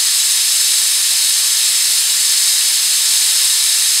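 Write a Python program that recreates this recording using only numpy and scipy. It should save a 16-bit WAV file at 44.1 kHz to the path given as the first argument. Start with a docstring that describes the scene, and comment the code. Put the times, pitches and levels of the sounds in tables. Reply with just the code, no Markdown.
"""Steam escapes from a pressure cooker whose valve weight is held tipped by a hand.
From the first instant there is one loud, even hiss: a turbulent jet, coloured by the hollows of the
valve and ringing faintly in narrow whistles. A small kitchen throws it back; the pot simmers far below.
The flow swells by under a decibel near 1.65, 2.5 and 3.15 s, and is still going at the end, at 4 s."""
import sys
import numpy as np
from scipy.fft import rfft, irfft
from scipy.io import wavfile

SR = 44100
rng = np.random.default_rng(int(sys.argv[2]) if len(sys.argv) > 2 else 0)


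def waveform_to_disk(signal):
    """Save audio, clipped to [-1, 1], as 16-bit WAV at the path in sys.argv[1]."""
    frames = np.transpose(np.atleast_2d(signal))
    scaled = np.clip(frames, -1, 1) * 32767
    samples = np.round(scaled).astype(np.int16)
    wavfile.write(sys.argv[1], SR, samples)


N = 176400
HZ = np.clip(np.arange(N // 2 + 1) * SR / N, 1, None)

# Low murmur of the boil: frequency_hz, level_db
SIMMER_TONE = [(15, -32), (25, -22), (38, -12), (52, -11), (85, -4), (110, -12), (150, 1), (230, -1),
               (400, -5), (900, -24)]
# Body resonances of the pot: pitch_hz, width_hz, gain_db
POT_RESONANCES = [(139, 10, 4), (177.6, 8.4, 8)]
# Bright, broad tone of the jet: frequency_hz, level_db
JET_TONE = [(20, -75), (100, -45), (280, -34), (500, -28.5), (750, -25), (1000, -20.5), (1500, -17.5),
            (1850, -11.9), (2450, -10), (3400, -6), (4000, -4.1), (5200, -3.0), (7500, -2.0), (9400, -2.0),
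            (11000, -7.2), (12200, -11.5), (14000, -15), (15700, -23)]
# Broad peaks and dead notches of the valve's hollows: pitch_hz, width_hz, gain_db
VALVE_HOLLOWS = [(1735, 86, 4.5), (3897, 300, 5), (4380, 140, 4.5), (4640, 148, -0.5), (5149, 302, 3.6),
                 (5450, 190, 5.5), (5723, 306, -11.5), (6430, 191, 1.9), (6904, 177, -15), (7226, 250, 4.5),
                 (7971, 203, 4.5), (8600, 116, -3), (10180, 154, -3.5), (10706, 135, 3)]
# Faint, narrow whistles in the hiss: pitch_hz, width_hz, gain_db
JET_WHISTLES = [(708, 13, 3.5), (900, 28, 3.2), (1067, 23, 3.1), (1221, 29, 3), (1483, 24, 3.5),
                (3480, 13, 3), (3783, 15, 6.3), (3867, 18, 1.5), (4237, 18, 5), (4884, 18, 5.5),
                (4930, 12, 4.9), (5000, 18, 5), (5140, 25, 3.5), (6299, 23, 5.7), (6742, 18, 4),
                (7034, 16, 6.3), (8236, 17, 3), (8801, 42, 6), (9487, 21, 5), (12285, 37, 1),
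                (13071, 84, 6)]
# Strength of the escaping steam: time_s, level_db
STEAM_FLOW = [(0, -0.3), (.7, 0), (1.4, 0), (1.65, 0.6), (2.0, 0), (2.5, 0.5), (2.85, -0.2), (3.15, 0.7),
              (3.55, 0.55), (4, 0.2)]

SIMMER_DB, SIMMER_SWELL_DB, SIMMER_SWELL_HZ = -59, 2, 7
KITCHEN_DB, KITCHEN_T60_S, FIRST_ECHO_S = -9.5, 0.34, 0.003
HISS_DB, CUTOFF_HZ = -13.5, 15740
SURGE_DB, SURGE_HZ = 0.12, 3.8
FLUTTER_DB, FLUTTER_HZ = 0.53, 52


def from_db(db):
    """Decibels to gain."""
    return 10 ** (np.asarray(db) / 20)


def unit_rms(x):
    """Scale to an rms of 1."""
    return x / np.sqrt(np.mean(x ** 2) + 1e-20)


def tone_curve(points):
    """An EQ curve joining (frequency_hz, level_db) points on a log axis."""
    hz, db = np.transpose(points)
    return from_db(np.interp(np.log(HZ), np.log(hz), db))


def resonances(rows):
    """Response of a chain of second-order peaks and notches."""
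    response = 1
    for pitch_hz, width_hz, gain_db in rows:
        detune = (pitch_hz ** 2 - HZ ** 2) / (HZ * width_hz)
        lift = from_db(gain_db / 2)
        response = response * (detune + 1j * lift) / (detune + 1j / lift)
    return response


def noise(response):
    """White noise through the given frequency response."""
    return irfft(rfft(rng.standard_normal(N)) * response, N)


def drift(rate_hz):
    """Random modulation with an rms of 1, moving mostly slower than rate_hz."""
    return unit_rms(noise(1 / (1 + (HZ / rate_hz) ** 2)))


def simmer():
    """The low bed: an uneven boil, muffled by the closed pot and resonating in it."""
    murmur = unit_rms(noise(tone_curve(SIMMER_TONE) * resonances(POT_RESONANCES)))
    return murmur * from_db(SIMMER_SWELL_DB * drift(SIMMER_SWELL_HZ))


def kitchen_reverb(source):
    """Dense, dying reflections from stove and walls; the tail wraps round, so it starts built up."""
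    t = np.arange(N) / SR
    echoes = rng.standard_normal(N) * from_db(-60 * t / KITCHEN_T60_S) * (t > FIRST_ECHO_S)
    echoes /= np.sqrt(np.sum(echoes ** 2))
    return irfft(rfft(source) * rfft(echoes), N)


def steam_jet():
    """Turbulent noise whose bands surge together and flutter separately, shaped by the valve."""
    flow_db = np.interp(np.arange(N) / SR, *np.transpose(STEAM_FLOW))
    surge_db = flow_db + SURGE_DB * drift(SURGE_HZ)
    band_edges_hz = [0, 1000, 2000, 4000, 8000, SR]
    eddies = np.zeros(N)
    for low, high in zip(band_edges_hz, band_edges_hz[1:]):
        band = noise((HZ >= low) & (HZ < high))
        eddies += band * from_db(surge_db + FLUTTER_DB * drift(FLUTTER_HZ))
    colour = tone_curve(JET_TONE) * resonances(VALVE_HOLLOWS) * resonances(JET_WHISTLES)
    return irfft(rfft(eddies) * colour, N)


def scene():
    """Hiss and room over the simmer, heard in front of the stove, the same in both channels."""
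    jet = steam_jet()
    hiss = unit_rms(jet + from_db(KITCHEN_DB) * kitchen_reverb(jet))
    mix = from_db(HISS_DB) * hiss + from_db(SIMMER_DB) * simmer()
    return np.stack([mix, mix])


def record(dry):
    """A brick-wall low-pass takes the very top off the hiss."""
    return irfft(rfft(dry) / np.sqrt(1 + (HZ / CUTOFF_HZ) ** 1500), N)


dry = scene()
out = record(dry)
waveform_to_disk(out)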